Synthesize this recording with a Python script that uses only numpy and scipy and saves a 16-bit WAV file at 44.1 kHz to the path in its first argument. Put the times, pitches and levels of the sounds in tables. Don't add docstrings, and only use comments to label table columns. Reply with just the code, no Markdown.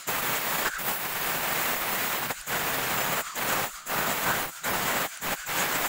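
import sys
import numpy as np
from scipy import signal
from scipy.fft import rfft, irfft, next_fast_len
from scipy.io import wavfile
from scipy.ndimage import uniform_filter1d, map_coordinates

SR = 44100
rng = np.random.default_rng(int(sys.argv[2]) if len(sys.argv) > 2 else 0)


def log_audio(samples):
    frames = np.atleast_2d(samples).T
    limited = np.clip(frames, -1, 1)
    pcm = np.round(limited * 32767).astype(np.int16)
    wavfile.write(sys.argv[1], SR, pcm)


def volts_from_db(level):
    exponent = np.asarray(level, float) / 20
    return 10 ** exponent


N = 259308

# valve opens t/s, valve shut t/s, rise/s, fall/s, air spilled at the microphone level/dB
PULLS = [
    (0.062, 0.707, 0.032, 0.031, -1.5),
    (.775, 2.345, 0.019, 0.047, -1),
    (2.455, 3.232, 0.06, 0.033, 1),
    (3.339, 3.709, 0.047, 0.072, -1),
    (3.853, 4.517, 0.066, 0.061, 1),
    (4.627, 5.086, 0.04, 0.038, 1.5),
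    (5.204, 5.363, 0.042, 0.026, -2),
    (5.451, 5.896, 0.049, 0.042, -3),
]
# t/s, jet squarely on the part level/dB, lip facing the microphone level/dB, jet on sharp rim level/dB
AIM = [(0, 0.5, 4.5, 1), (.6, -1, 4, 0.5), (.69, 1, -5, -0.5), (.8, -7, 0, 0), (.87, -4.5, 8.5, 0),
       (.98, -8.5, 3.5, -1), (1.15, -6.5, 1.5, 0), (1.3, 0, 4.5, 0.5), (2.12, -1, 4.5, 1),
       (2.28, 0.5, 0, -0.5), (2.55, -0.5, 2, 0.5), (3.1, 1.5, 2, 0), (3.4, 2, 1.5, 0), (4.15, 1, 2.5, -0.5),
       (4.9, 2, 1, 0.5), (5.25, -1.5, -0.5, -0.5), (5.53, -1.5, 0, 2), (5.88, -0.5, 3.5, 0.5)]
# t/s, length/s, blow on the part level/dB, ring of the nozzle level/dB
SWEEPS = [(.215, 0.0073, -9, -7.5), (.365, 0.015, -1.5, 10), (.405, 0.022, -4, -10), (.84, .018, -1, -8),
          (.9, .03, 8, 9), (1.05, 0.035, 5.5, 4), (1.165, .015, 3, 7), (1.785, 0.023, -4, -6),
          (1.91, 0.082, -0.5, -7), (2.2, 0.029, -4, -9), (2.285, 0.016, -11, -14), (2.312, .012, 10.5, 8),
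          (2.56, 0.025, 1.5, 3), (2.78, 0.013, 0, -15), (3.165, 0.016, 0.5, 4), (3.46, 0.022, -2, -10),
          (3.5, 0.029, -0.5, 7), (4.24, 0.012, -0.5, 7), (4.1, 0.031, 3.5, 8), (4.2, 0.051, -4, -1.5),
          (4.28, 0.05, 3.5, 1.5), (4.465, 0.021, -6, -25), (4.715, .02, 1, -14), (5.03, 0.02, 0.5, 1),
          (5.325, .02, 2.5, 5), (5.605, 0.034, 3.5, 9), (5.675, 0.035, 0, -3), (5.75, 0.045, 2, 8.5),
          (5.79, 0.019, -1, -4), (5.855, 0.015, 3, 7)]
# f/Hz, density level/dB per Hz
JET_SPECTRUM = [(100, -13.5), (180, -5), (345, -6), (837, 0), (1890, -2), (3800, -11), (5800, -16.5),
                (9000, -20)]
# f/Hz, density level/dB per Hz
NOZZLE_SPECTRUM = [(5000, -32), (6300, -7), (6900, -1), (7300, 0), (7900, -2), (8600, -15), (10000, -17)]
# f/Hz, density level/dB per Hz
LIP_SPECTRUM = [(5000, -15), (8500, -11), (11400, -11), (13000, -7.5), (14500, -3.5), (15300, -.5),
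                (15700, 2.5)]
# t/s, length/s, f/Hz,
# level/dB
HOOTS = [
    (.672, 0.021, 1610, -28),
    (.765, 0.036, 1840, -42),
    (.77, 0.035, 1300, -42),
    (.665, 0.013, 1220, -33),
    (2.56, 0.045, 1540, -34),
    (3.55, .07, 1300, -37),
    (4.0, 0.1, 1360, -34),
    (4.3, 0.062, 1510, -30),
    (4.67, 0.039, 1510, -34),
]
# t/s, length/s, f/Hz, level/dB
SQUEAKS = [
    (.02, 0.016, 10050, -51),
    (.078, 0.0042, 7700, -43),
    (.672, 0.02, 4970, -45),
    (0.672, .025, 10900, -50),
    (.79, .012, 10900, -48),
    (2.48, .012, 9800, -44),
    (3.872, .016, 11000, -50),
    (4.642, 0.0086, 3880, -40),
    (5.222, .012, 11000, -53),
    (5.469, .008, 7400, -39),
]
# strongest t/s, seat level/dB, barrel level/dB, barrel f/Hz, glide/Hz per s
LEAKS = [
    (-.01, -46, -71, 1440, -500),
    (0.751, -45.5, -35.5, 1502, -1200),
    (2.39, -46.5, -46, 1520, -300),
    (3.275, -44, -39.5, 1250, -1200),
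    (3.76, -47.5, -45, 1296, 59),
    (4.572, -48, -48.5, 1437, 302),
    (5.139, -46, -49, 1528, -500),
    (5.41, -45.5, -42.5, 1560, 600),
]
# f/Hz, density level/dB per Hz
SEAT_SPECTRUM = [(60, -43), (145, -33), (500, -27), (680, -15.5), (900, -17), (1300, -9), (1850, -10),
                 (4190, -15), (4680, -14.5), (5470, -18.5), (7130, -9.5), (9710, -23.5), (12500, -25.5),
                 (15700, -19)]
# t/s, peak level/dB, ring f/Hz
TICKS = [
    (2.413, -33, 9500),
    (5.1738, -33.5, 9870),
]
# t/s, length/s, level/dB
GUSTS = [(.23, .04, 8), (.35, 0.039, 8), (.66, .04, 8), (.8, 0.066, 11), (1.15, .06, 8), (2.74, .04, 6),
         (3.12, 0.042, 1), (4.0, 0.046, 8), (4.12, .04, -6), (4.27, .05, 4), (4.46, .03, 11),
         (4.82, .05, 7), (5.3, .04, 15), (5.49, .025, 9), (5.85, 0.027, 13)]
# t/s, peak level/dB
PUSHES = [
    (.75, -43),
    (2.385, -50),
    (2.41, -46),
    (3.27, -54),
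    (3.745, -48),
    (5.4, -49),
]
# f/Hz, density level/dB per Hz
THUMP_SPECTRUM = [(8, 5), (25, -6), (45, -11), (75, -16), (120, -44)]
# f/Hz, density level/dB per Hz
FLUTTER_SPECTRUM = [(50, -26), (95, -15.5), (130, -1), (180, -4.5), (260, -12.5)]
UNLINKED = [.286, .495, .588, 1.215, 1.587, 1.773, 1.935, 1.982, 2.167, 2.376, 2.539, 2.817, 3.003, 3.026,
            3.723, 4.071, 4.304, 4.721, 5.557]

ROAR_DB, RUSH_DB, NOZZLE_DB, LIP_DB = -34, -32, -43.5, -31.5
SHUT_DB, BEND, QUICK_BEND = -29, 1.63, 3.6
SPIT_DB, SPIT_DELAY_S, SPIT_S = 8.5, 0.018, 0.0074
SWAY_DB, NOZZLE_SWAY_DB, LUMPS_DB = 0.4, 0.8, 2.2
BUILD_DB_PER_S, SAG_DB_PER_S = 139, 100
HISS_DB, HISS_SAG_DB_PER_S = -49, 170
THUMP_DB, FLUTTER_DB = -58, -47.5
LEAD_S = 0.007


def jet():
    opening, gate = valve()
    flow_db = SHUT_DB * (1 - opening) ** BEND
    quick_db = SHUT_DB * (1 - opening) ** QUICK_BEND
    aim_db, facing_db, graze_db = curves(AIM)
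    blow_db, ring_db = swells(SWEEPS)
    spit_db, = swells([(on + SPIT_DELAY_S, SPIT_S, SPIT_DB) for on, *_ in PULLS])

    roar_db = ROAR_DB + 0.89 * flow_db + aim_db + blow_db
    rush_db = RUSH_DB + 0.73 * flow_db + 0.52 * aim_db + 0.31 * blow_db + 0.18 * ring_db + graze_db
    nozzle_db = NOZZLE_DB + 0.38 * quick_db + 1.3 * aim_db + ring_db + spit_db + 1.5 * graze_db
    lip_db = LIP_DB + 0.15 * spit_db + 1.1 * quick_db + facing_db + 0.15 * blow_db
    shear_db = 0.4 * rush_db + 0.5 * lip_db - 4.0

    big, small, sway = wobble(70), wobble(400), wobble(11)
    roar = turbulence(JET_SPECTRUM, 30, 1036, patchy_db=0.27, eddies_db=1.0 * big + 0.8 * small)
    rush = turbulence(JET_SPECTRUM, 1100, 11300, patchy_db=0.47, eddies_db=0.68 * big + 0.53 * small)
    nozzle = turbulence(NOZZLE_SPECTRUM, 3000, 30000, patchy_db=1.5, eddies_db=0.88 * big)
    shear = turbulence(LIP_SPECTRUM, 5400, 17400, patchy_db=2.0, eddies_db=0.83 * big)
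    lip = turbulence(LIP_SPECTRUM, 12500, 90000, patchy_db=1.2, eddies_db=0.5 * big)

    on_part = volts_from_db(roar_db + SWAY_DB * sway) * roar + volts_from_db(rush_db + SWAY_DB * sway) * rush
    at_nozzle = volts_from_db(nozzle_db + NOZZLE_SWAY_DB * sway) * nozzle + volts_from_db(lip_db + 0.35 * sway) * lip
    return gate * (on_part + at_nozzle + volts_from_db(shear_db + 0.3 * sway) * shear)


def valve():
    t = np.arange(N) / SR
    opening = np.zeros(N)
    for on, off, rise, fall, _ in PULLS:
        opening += np.clip(np.minimum((t - on) / rise, (off - t) / fall), 0, 1)
    return opening, uniform_filter1d(1.0 * (opening > 0), round(0.029 * SR))


def squeaks():
    return whistles(SQUEAKS, width_hz=130) + whistles(HOOTS, width_hz=180)


def whistles(rows, width_hz):
    t, out = np.arange(N) / SR, np.zeros(N)
    for s, length, hz, db in rows:
        narrow = unit(filtered(rng.standard_normal(N), lambda f: 1 / (1 + ((f - hz) / width_hz) ** 2)))
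        out += volts_from_db(db) * np.exp(-2 * ((t - s) / length) ** 4) * narrow
    return out


def leak():
    t, gate = np.arange(N) / SR, 1 - valve()[0]
    pause = np.searchsorted([(on + off) / 2 for on, off, *_ in PULLS[:-1]], t)
    peak_s, seat_db, barrel_db, barrel_hz, glide = np.transpose(LEAKS)[:, pause]
    early, late = np.maximum(peak_s - t, 0), np.maximum(t - peak_s, 0)
    pressure_db = -BUILD_DB_PER_S * early - SAG_DB_PER_S * late
    seat_db = seat_db + pressure_db
    barrel_db = barrel_db + 0.75 * pressure_db
    hiss_db = HISS_DB - HISS_SAG_DB_PER_S * late

    barrel_hz = barrel_hz + glide * np.clip(t - peak_s, -0.1, 0.1)
    turn = 2 * np.pi * np.cumsum(barrel_hz) / SR
    breathy = lambda: filtered(rng.standard_normal(N), lambda hz: 1 / (1 + (hz / 165) ** 3))
    barrel = unit(breathy() * np.cos(turn) + breathy() * np.sin(turn))

    seat = turbulence(SEAT_SPECTRUM, 60, 8600, patchy_db=1.5, eddies_db=0.17 * wobble(48))
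    hiss = turbulence(SEAT_SPECTRUM, 8400, 30000, patchy_db=0.8, eddies_db=0.4 * wobble(60))
    return gate * (volts_from_db(barrel_db + 1.0) * barrel + volts_from_db(seat_db + 6.0) * seat + volts_from_db(hiss_db + 7) * hiss)


def trigger():
    out, t = np.zeros(N), np.arange(400) / SR
    for s, db, hz in TICKS:
        ring = volts_from_db(-60 * t / 0.0055) * (1 - np.exp(-t / 0.00034)) * np.sin(2 * np.pi * hz * t)
        grit = np.convolve(rng.standard_normal(len(t)), [1, 1, 0, -1, -1], "same")
        crack = 0.12 * volts_from_db(-60 * t / 0.003) * grit
        out[round(s * SR):][:len(t)] += volts_from_db(db + 13.0) * (ring + crack)
    return out


def buffet():
    t = np.arange(N) / SR
    opening, running = valve()
    aim_db, facing_db, _ = curves(AIM)
    gust_db, = swells(GUSTS)
    blow_db = swells(SWEEPS)[0]
    calm = np.interp(t + LEAD_S, t, uniform_filter1d(1 - opening, round(0.02 * SR)))
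    pull = np.searchsorted([off for _, off, *_ in PULLS], t - 0.05)
    spill_db = np.transpose(PULLS)[-1, pull]

    thump_db = THUMP_DB - 12 * calm + 0.4 * spill_db + gust_db
    flutter_db = FLUTTER_DB - 17 * calm + spill_db + 0.82 * aim_db - 0.8 * facing_db
    flutter_db = flutter_db + 0.49 * gust_db * (1 - calm) + 0.5 * blow_db
    thump = turbulence(THUMP_SPECTRUM, 5, 200, patchy_db=3.0, eddies_db=1.5 * wobble(12))
    flutter = turbulence(FLUTTER_SPECTRUM, 30, 390, patchy_db=1.7, eddies_db=LUMPS_DB * wobble(25))
    flutter_gate = 0.3 + 0.68 * np.interp(t + LEAD_S, t, running)

    jolts = np.zeros(N)
    for s, db in PUSHES:
        jolts += volts_from_db(db) * np.exp(-((t - s) / 0.012) ** 2) * np.sin(2 * np.pi * 33 * (t - s))
    return volts_from_db(thump_db + 0.5) * thump + flutter_gate * volts_from_db(flutter_db + 2.86) * flutter + jolts


def turbulence(spectrum, lo_hz, hi_hz, patchy_db, eddies_db):
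    z = signal.stft(rng.standard_normal(N) * volts_from_db(eddies_db), nperseg=512)[2]
    field = uniform_filter1d(uniform_filter1d(rng.standard_normal(z.shape), 6, 0), 8, 1)
    x = signal.istft(z * volts_from_db(patchy_db * unit(field)), nperseg=512)[1][:N]

    def response(hz):
        region = hz ** 6 / (hz ** 6 + lo_hz ** 6) / (1 + (hz / hi_hz) ** 6)
        return volts_from_db(along(spectrum, hz)) * np.sqrt(region)

    return unit(filtered(x, response))


def unit(x):
    return x / np.sqrt(np.mean(x ** 2) + 1e-20)


def along(points, hz):
    f, v = np.transpose(points)
    return np.interp(np.log(hz + 1), np.log(f + 1), v)


def curves(rows):
    s, *cols = np.transpose(rows)
    return [np.interp(np.arange(N) / SR, s, c) for c in cols]


def swells(rows):
    s, length, *cols = np.transpose(rows)
    bells = np.exp(-((np.arange(N) / SR - s[:, None]) / length[:, None]) ** 2)
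    return np.array(cols) @ bells


def wobble(rate):
    knots = rng.standard_normal(int(N * rate / SR) + 4)
    return map_coordinates(knots, [np.arange(N) * rate / SR])


def filtered(x, response):
    m = next_fast_len(N + 8192)
    return irfft(rfft(x, m) * response(np.fft.rfftfreq(m, 1 / SR)), m)[..., :N]


def scene():
    return np.tile(jet() + leak() + squeaks() + trigger() + buffet(), (2, 1))


def unlink(x):
    mid, side = x[0].copy(), np.zeros(N)
    half, offset = 1024, 345
    window = signal.windows.kaiser_bessel_derived(2 * half, 4 * np.pi)
    phase_steps = np.arange(2 * half) + 0.5 + half / 2
    lows = rng.uniform(4000, 13800, (len(UNLINKED), 2))
    for s, lo_hz in zip(np.repeat(UNLINKED, 2), lows.ravel()):
        hi_hz = lo_hz + 1450
        start = offset + half * (round((s * SR - offset) / half) - 1)
        moment = slice(start, start + 2 * half)
        bins = np.arange(*np.round(np.array([lo_hz, hi_hz]) * 2 * half / SR)) + 0.5
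        waves = window * np.cos(np.pi / half * np.outer(bins, phase_steps)) * np.sqrt(2 / half)
        sizes = waves @ x[0][moment]
        mid[moment] -= 0.19 * sizes @ waves
        side[moment] += 0.63 * rng.permutation(sizes) @ waves
    return np.array([mid + side, mid - side])


def band_limit(x):
    return signal.sosfilt(signal.butter(12, 17110, fs=SR, output="sos"), x)


def record(dry):
    limited = filtered(dry, lambda hz: hz < 15730)
    return band_limit(unlink(limited))


dry = scene()
out = record(dry)
log_audio(out)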